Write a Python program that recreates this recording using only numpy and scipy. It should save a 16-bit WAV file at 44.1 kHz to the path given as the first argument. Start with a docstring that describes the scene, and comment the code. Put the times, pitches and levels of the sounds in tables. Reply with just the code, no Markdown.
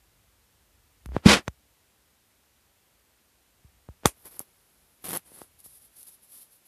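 """Fingers shifting on a handheld camera

In a quiet room, fingers shift their grip, and all of it reaches the microphone through the case.
Fingertips knock on the shell; one covers the microphone port and scrapes across it. Later the skin slides
in light strokes, hissing in the port's treble resonance, and creaks in three short pulls.
Knocks are short pushes plus ringing shell tones; rubbing is random skin catches shaped by a spectrum."""
import sys
import numpy as np
from scipy import signal
from scipy.fft import rfft, irfft, next_fast_len
from scipy.io import wavfile

SR = 44100
rng = np.random.default_rng(int(sys.argv[2]) if len(sys.argv) > 2 else 0)


def master(y):
    """Save y as 16-bit WAV."""
    cut = np.clip(np.atleast_2d(y).T, -1, 1)
    pcm = np.round(cut * 32767)  # scale
    wavfile.write(sys.argv[1], SR, pcm.astype(np.int16))


N = 294225
T = np.arange(N) / SR  # time in seconds

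# The muffled sound of skin rubbing on the shell. Each row: frequency in Hz, relative level in dB.
MURMUR_COLOUR = [(20, -35.5), (60, -5.5), (130, -2.5), (380, -1.5), (900, -5.5), (2000, -10), (5000, -19.5),
                 (12000, -33.5)]


def undb(db):
    """Turn decibels into a gain."""
    return 10 ** (np.asarray(db) / 20)


def unit(x):
    """Scale to an average (rms) level of 1."""
    return x / np.sqrt(np.mean(x ** 2))


def peak(x):
    """Scale so the largest swing is 1."""
    return x / np.max(np.abs(x))


def add(out, s, sound):
    """Mix a short sound in at s seconds."""
    i = int(s * SR)
    out[i:i + len(sound)] += sound[:N - i]


def butter(x, hz, kind, order=2):
    """Filter with a low-, high- or band-pass that only looks back in time."""
    sos = signal.butter(order, np.minimum(hz, SR / 2 - 1), kind, fs=SR, output="sos")
    return signal.sosfilt(sos, x)


def colour(x, points):
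    """Shape x by a spectrum of (Hz, dB) points, then scale to rms 1."""
    hz, db = np.transpose(points)
    size = next_fast_len(len(x))
    f = np.arange(size // 2 + 1) * SR / size
    gain = undb(np.interp(np.log(f + 1), np.log(hz), db))
    return unit(irfft(rfft(x, size) * gain, size)[:len(x)])


def fade(t, t60):
    """Die away exponentially, falling by 60 dB every t60 seconds."""
    return np.exp(-np.log(1000) * t / t60)


def swell(t, start, length, attack, release):
    """Rise to 1 at start, hold for length, die away; attack and release are times for 60 dB."""
    rise = fade(np.maximum(start - t, 0), attack)
    return rise * fade(np.maximum(t - start - length, 0), release)


def push(t, ms):
    """Contact force: a quick rise and a slower release, peak 1 after ms milliseconds."""
    u = t * 1000 / ms
    return (u * np.exp(1 - u)) ** 2


def walk(rate):
    """Random wander along straight lines between rate random points per second."""
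    knots = rng.standard_normal(N // 8)
    return np.interp(T * rate, np.arange(len(knots)), knots)


def grains(rate, spread_db):
    """Skin ridges catch at random moments, rate per second on average, each with its own strength."""
    caught = rng.random(N) < rate / SR
    return caught * rng.choice([-1, 1], N) * undb(spread_db * rng.standard_normal(N))


def low_cut(x, hz=58, leak_hz=45):
    """The microphone's steep bass roll-off, which wobbles on after every push."""
    return butter(butter(x, hz, "high", order=5), leak_hz, "high", order=1)


def room():
    """Low rumble that follows the camera's movement, under the microphone's own even hiss."""
    # The camera is swung. Each row: start in seconds, length in seconds.
    swings = [(0, 1.54), (3.7, 0.33), (5.497, .25)]
    # Spectrum of the rumble. Each row: frequency in Hz, relative level in dB.
    rumble_colour = [(15, -57.5), (28, -26), (44, -4), (58, 0.5), (105, -7), (150, -16.5), (300, -40)]
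    # Spectrum of the microphone's hiss. Each row: frequency in Hz, relative level in dB.
    floor_colour = [(20, -19), (70, -3.5), (200, -1), (400, -3.5), (1200, -7), (2500, -8), (5700, -11.5),
                    (13800, -10.5), (15000, -14.5)]
    rumble_db, floor_db = -76, -66.5
    swing_db, swing_ramp_s = 7, 1.2  # dB added at full swing; 60 dB time of the swell curve
    turn_s, turn_length_s, turn_db = 5.8, .3, -7  # the rumble drops as the camera turns away

    swung = sum(swell(T, s, length, swing_ramp_s, swing_ramp_s) for s, length in swings)
    turned = np.clip((T - turn_s) / turn_length_s, 0, 1)
    rumble_level = undb(rumble_db + swing_db * swung + turn_db * turned)
    rumble = rumble_level * colour(rng.standard_normal(N), rumble_colour)
    return rumble + undb(floor_db) * colour(rng.standard_normal(N), floor_colour)


def knocks():
    """Each knock is a pressure pulse, a slower flex of the shell the other way and a crack of its modes."""
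    # Fingertips hit the case. Each row: start in seconds, pulse level in dB before the bass cut,
    # contact time in ms, shell flex in dB before the bass cut, flex time in ms, crack level in dB.
    knock_rows = [(1.0592, -30, .1, -29, 1.8, -38), (1.0897, -41.5, 0.28, -36, 1.8, -58),
                  (1.1196, -37, 0.27, -38, 1.5, -57), (1.1485, -31, 0.77, -34, 2.5, -47),
                  (1.1654, -9, 0.44, -17.5, 1.8, -40), (1.4796, -13, 0.15, -19.5, 1.57, -25),
                  (1.4817, -25, 0.12, -35, 0.66, -23.5), (3.6455, -61, 1, -36.5, 3.8, -80),
                  (3.8882, -33, .45, -26.5, 3.8, -52), (4.0350, -35.5, .24, -47.5, 1, -54.5),
                  (4.0547, -18, 0.38, -24, 1.4, -39.5), (4.0571, -1, .22, -9, .91, 2.5),
                  (4.4037, -32, .34, -43, 0.75, -43), (5.318, -45, 0.61, -52, .57, -66),
                  (5.4171, -29.5, .39, -51, .4, -38), (5.661, -47, 0.26, -53, 1, -58)]
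    # Ringing tones of the shell. Each row: frequency in Hz, 60 dB fade time in seconds, relative level in dB.
    shell_modes = [(790, .012, 1), (1120, .012, -0.5), (1840, .008, -11), (3550, 0.0073, -0.5),
                   (4760, 0.0036, -5), (6247, 0.0093, 0.5), (7400, 0.0055, -2), (8700, 0.004, -2)]
    brush_db, brush_t60_s = -34.5, .044  # brushing against knock strength; 60 dB time on either side

    t = T[:SR // 5]
    pressure, cracks, contact = np.zeros(N), np.zeros(N), np.zeros(N)
    ring = peak(sum(undb(db) * fade(t, t60) * np.sin(2 * np.pi * hz * t) for hz, t60, db in shell_modes))
    for s, db, contact_ms, flex_db, flex_ms, crack_db in knock_rows:
        blow = peak(butter(push(t, contact_ms), 400, "high", order=1))
        add(pressure, s, -undb(db) * blow)
        # the shell gives at the top of the push
        top_s = s + contact_ms / 1000
        add(pressure, top_s, undb(flex_db) * push(t, flex_ms))
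        crunch = butter(rng.standard_normal(len(t)), 5000, "low", order=1) * fade(t, 0.027)
        add(cracks, top_s, undb(crack_db) * (0.074 * crunch + ring))
        contact += undb(db) * fade(np.abs(T - s), brush_t60_s)
    # skin brushes the shell as it lands and lifts
    brush = undb(brush_db) * contact * colour(grains(4000, 2.5), MURMUR_COLOUR)
    return low_cut(pressure) + cracks + brush


def slips(events):
    """Every slip (seconds, tick dB, body dB) ticks in the port resonance and nudges the shell."""
    port_hz, port_width_hz = 10700, 1300
    band = port_hz + np.array([-1, 1]) * port_width_hz / 2
    t, ticks, body = T[:SR // 50], np.zeros(N), np.zeros(N)
    for s, tick_db, body_db in events:
        envelope = (fade(t, 0.0045) + 0.073 * fade(t, 0.014)) * (1 - fade(t, 0.0016))
        snap = rng.standard_normal(len(t)) * envelope
        rung = butter(snap, band, "band", order=1)
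        add(ticks, s, undb(tick_db) * peak(rung + 0.056 * snap))
        add(body, s, -undb(body_db) * push(t, 0.24))
    return ticks + butter(body, 214, "high")


def press():
    """A tense fingertip shudders on the shell, and rustles dully once it starts to give."""
    press_s, give_s, end_s = 1.093, 1.153, 1.18
    attack_s, release_s = 0.13, .1  # times to rise and fall by 60 dB
    tremor_hz, tremor_db, rustle_db = 64, -36.5, -47

    tremor = swell(T, press_s, end_s - press_s, attack_s, release_s)
    rustle = swell(T, give_s, end_s - give_s, attack_s, release_s)
    wandering_hz = tremor_hz * (1 + 0.16 * walk(45))
    shudder = np.sqrt(2) * np.sin(2 * np.pi * np.cumsum(wandering_hz) / SR)  # rms near 1
    rub = colour(grains(2500, 4), MURMUR_COLOUR)
    return undb(tremor_db) * tremor * shudder + undb(rustle_db) * rustle * rub


def scrape():
    """Dense catches right at the port, duller as the pressure eases, over buffeting air."""
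    # Strength of the scrape over time. Each row: time in seconds, friction level in dB.
    friction_points = [(1.222, -63), (1.252, -36.5), (1.262, -18.5), (1.281, -20), (1.29, -15),
                       (1.338, -15.5), (1.36, -23.5), (1.383, -29), (1.437, -67.5)]
    # Spectrum of the gritty catches. Each row: frequency in Hz, relative level in dB.
    grit_colour = [(100, -20), (350, -7.5), (550, -1.5), (1000, -2), (1500, -2.5), (2200, -2.5),
                   (3500, -4.5), (5000, -8), (7500, -16), (10300, -20.5), (12300, -35), (15000, -52)]
    # Spectrum of the buffeting air. Each row: frequency in Hz, relative level in dB.
    buffet_colour = [(25, -51.5), (55, -8.5), (140, -9.5), (180, -5.5), (208, -0.5), (255, -5.5),
                     (320, -4.5), (520, -9.5), (900, -26.5), (10000, -29), (15000, -42)]
    grit_db, buffet_db = 0.6, -6.5  # against the friction level

    friction = undb(np.interp(T, *np.transpose(friction_points), left=-np.inf, right=-np.inf))
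    rough = colour(grains(11000, 2.2) * undb(1.7 * walk(400)), grit_colour)
    dull = butter(rough, 1500, "low", order=1)
    pressure = (friction / friction.max()) ** .4
    grit = dull + pressure * (rough - dull)
    buffet = colour(grains(2500, 4.4), buffet_colour)
    return friction * (undb(grit_db) * grit + undb(buffet_db) * buffet)


def seals():
    """Air trapped under the fingertip swings for a few cycles, rising in pitch as the pocket shrinks."""
    # The fingertip seals the port. Each row: start in seconds, level in dB before fading and bass cut,
    # first pitch in Hz, last pitch in Hz, length in seconds.
    seal_rows = [(1.259, 2.5, 142, 275, .0132), (1.2845, -10.5, 205, 232.8, .024)]
    out = np.zeros(N)
    for s, db, first_hz, last_hz, length in seal_rows:
        t = T[:int(length * SR)]
        pitch_hz = np.linspace(first_hz, last_hz, len(t))
        swing = np.sin(2 * np.pi * np.cumsum(pitch_hz) / SR)
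        add(out, s, undb(db) * swing * signal.windows.tukey(len(t), .2) * fade(t, 0.091))
    return butter(out, 49, "high", order=3)


def skid():
    """The finger slides off the hardest knock and slows at once."""
    # Spectrum of the skid. Each row: frequency in Hz, relative level in dB.
    skid_colour = [(120, -39.5), (200, -9), (344, -4), (833, -10.5), (963, -7), (1600, -11.5), (2420, -9),
                   (4310, -16), (10500, -4.5), (15000, -16)]
    start_s, level_db, t60_s = 4.058, -20.5, 0.099
    slide = (T > start_s) * fade(np.abs(T - start_s), t60_s)
    return undb(level_db) * slide * colour(grains(9000, 3), skid_colour)


def strokes():
    """Sliding skin hisses in the port, whose resonance shifts with the finger; a firm grip also stirs the shell."""
    # Light strokes of the hand. Each row: start in seconds, length in seconds, hiss level in dB,
    # port resonance in Hz.
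    stroke_rows = [(4.174, .06, -63.5, 11500), (4.254, 0.021, -47.5, 11400), (4.318, 0.052, -53.5, 11400),
                   (4.398, .014, -47, 11500), (5.024, .018, -58.5, 11500), (5.261, 0.028, -56.5, 10500),
                   (5.343, 0.083, -51.5, 10740), (5.591, .012, -55.5, 11100), (5.645, 0.021, -49, 11130),
                   (5.71, 0.068, -55, 11100), (5.822, 0.036, -56.5, 11100), (5.972, 0.066, -51, 11100),
                   (6.072, 0.022, -49, 11000), (6.126, 0.027, -57.5, 11100), (6.224, .02, -58, 11020),
                   (6.332, 0.088, -49, 11140), (6.523, 0.038, -59.5, 11200), (6.658, .02, -57.5, 11150)]
    # Spectrum of the hiss. Each row: frequency in Hz, relative level in dB.
    hiss_colour = [(500, -32), (2000, -29), (3500, -18), (5200, -15), (6400, -19), (8300, -14.5),
                   (9800, -5.5), (11100, -0.5), (12300, -6.5), (14000, -11.5), (15000, -18)]
    hiss_peak_hz = 11120  # where the port resonance lies in that spectrum
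    rest_s, rest_db = 4.11, -70.5  # from here on the hand never lies quite still
    # the shell's share of a stroke before and after the grip loosens
    loosen_s, firm_db, loose_db = 5.45, -8, -21

    skin = grains(13000, 2.6) * undb(1.8 * walk(90))
    speed = undb(rest_db) * (T > rest_s)
    hiss = speed * colour(grains(13000, 2.6), hiss_colour)
    for s, length, db, port_hz in stroke_rows:
        # a short stroke starts and stops more briskly than a long one: 60 dB times in seconds
        attack, release = 2.1 * length, 0.072 + 1.23 * length
        near = (T > s - attack) & (T < s + length + release)
        move = undb(db) * swell(T[near], s, length, attack, release)
        shifted_colour = np.array(hiss_colour) * [port_hz / hiss_peak_hz, 1]
        hiss[near] += move * colour(skin[near], shifted_colour)
        speed[near] = np.hypot(speed[near], move)
    grip = undb(np.where(T < loosen_s, firm_db, loose_db))
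    return hiss + grip * speed * colour(grains(3000, 4), MURMUR_COLOUR)


def creak():
    """Skin pulled over the shell sticks and slips at a nearly even rate, over jerky friction."""
    # Creaking pulls. Each row: start in seconds, length in seconds, friction level in dB, slips per second.
    pulls = [(5.0422, 0.031, -39.5, 82), (5.086, 0.035, -38, 93), (5.1316, .036, -36, 168)]
    # Spectrum of the friction. Each row: frequency in Hz, relative level in dB.
    drag_colour = [(35, -40.5), (60, -7), (195, 0.5), (276, -4), (491, -2.5), (727, -7), (1030, -7),
                   (1830, -9.5), (3050, -10), (7000, -15.5), (11600, -2.5), (14000, -10), (15000, -20)]
    attack_s, release_s = 0.011, 0.085  # times to rise and fall by 60 dB
    tick_db, body_base_db = 13.5, 7.5  # against the friction level, the body at 100 slips per second
    body_db_per_octave = 7  # faster slipping shakes the shell harder
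    jitter, scatter_db = .06, 1.5  # random timing in slip periods; random strength

    friction = sum(undb(db) * swell(T, s, length, attack_s, release_s) for s, length, db, _ in pulls)
    jerks = friction * colour(grains(10000, 2.6) * undb(1.8 * walk(400)), drag_colour)
    events = []
    for s, length, db, rate in pulls:
        body_db = body_base_db + body_db_per_octave * np.log2(rate / 100)
        count = round(length * rate + .5)
        for k, (late, strong) in enumerate(rng.standard_normal((count, 2))):
            slip_s = s + (k + jitter * late) / rate
            slip_db = db + scatter_db * strong
            events.append((slip_s, slip_db + tick_db, slip_db + body_db))
    return jerks + slips(events)


def scene():
    """One microphone feeds both channels."""
    # Lone snaps of skin letting go. Each row: start in seconds, tick level in dB,
    # body level in dB before its bass cut.
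    lone_slips = [(1.0598, -39.5, -56), (4.2555, -35, -44), (4.3933, -14.5, -36.5), (5.0902, -19.5, -33),
                  (5.172, -15, -31), (5.3883, -35, -52), (5.6035, -39, -64), (5.6425, -40, -62),
                  (6.03, -33, -64)]
    mono = room() + knocks() + slips(lone_slips) + press() + scrape() + seals()
    mono = mono + skid() + strokes() + creak()
    return np.array([mono, mono])


def record(dry):
    """The hardest bumps overload the input and are clipped; then the top is cut above 14.6 kHz."""
    clipped = np.clip(dry, -1, 1)
    top_cut = signal.ellip(10, .1, 70, 14600, fs=SR, output="sos")
    return signal.sosfilt(top_cut, clipped)


dry = scene()
out = record(dry)
master(out)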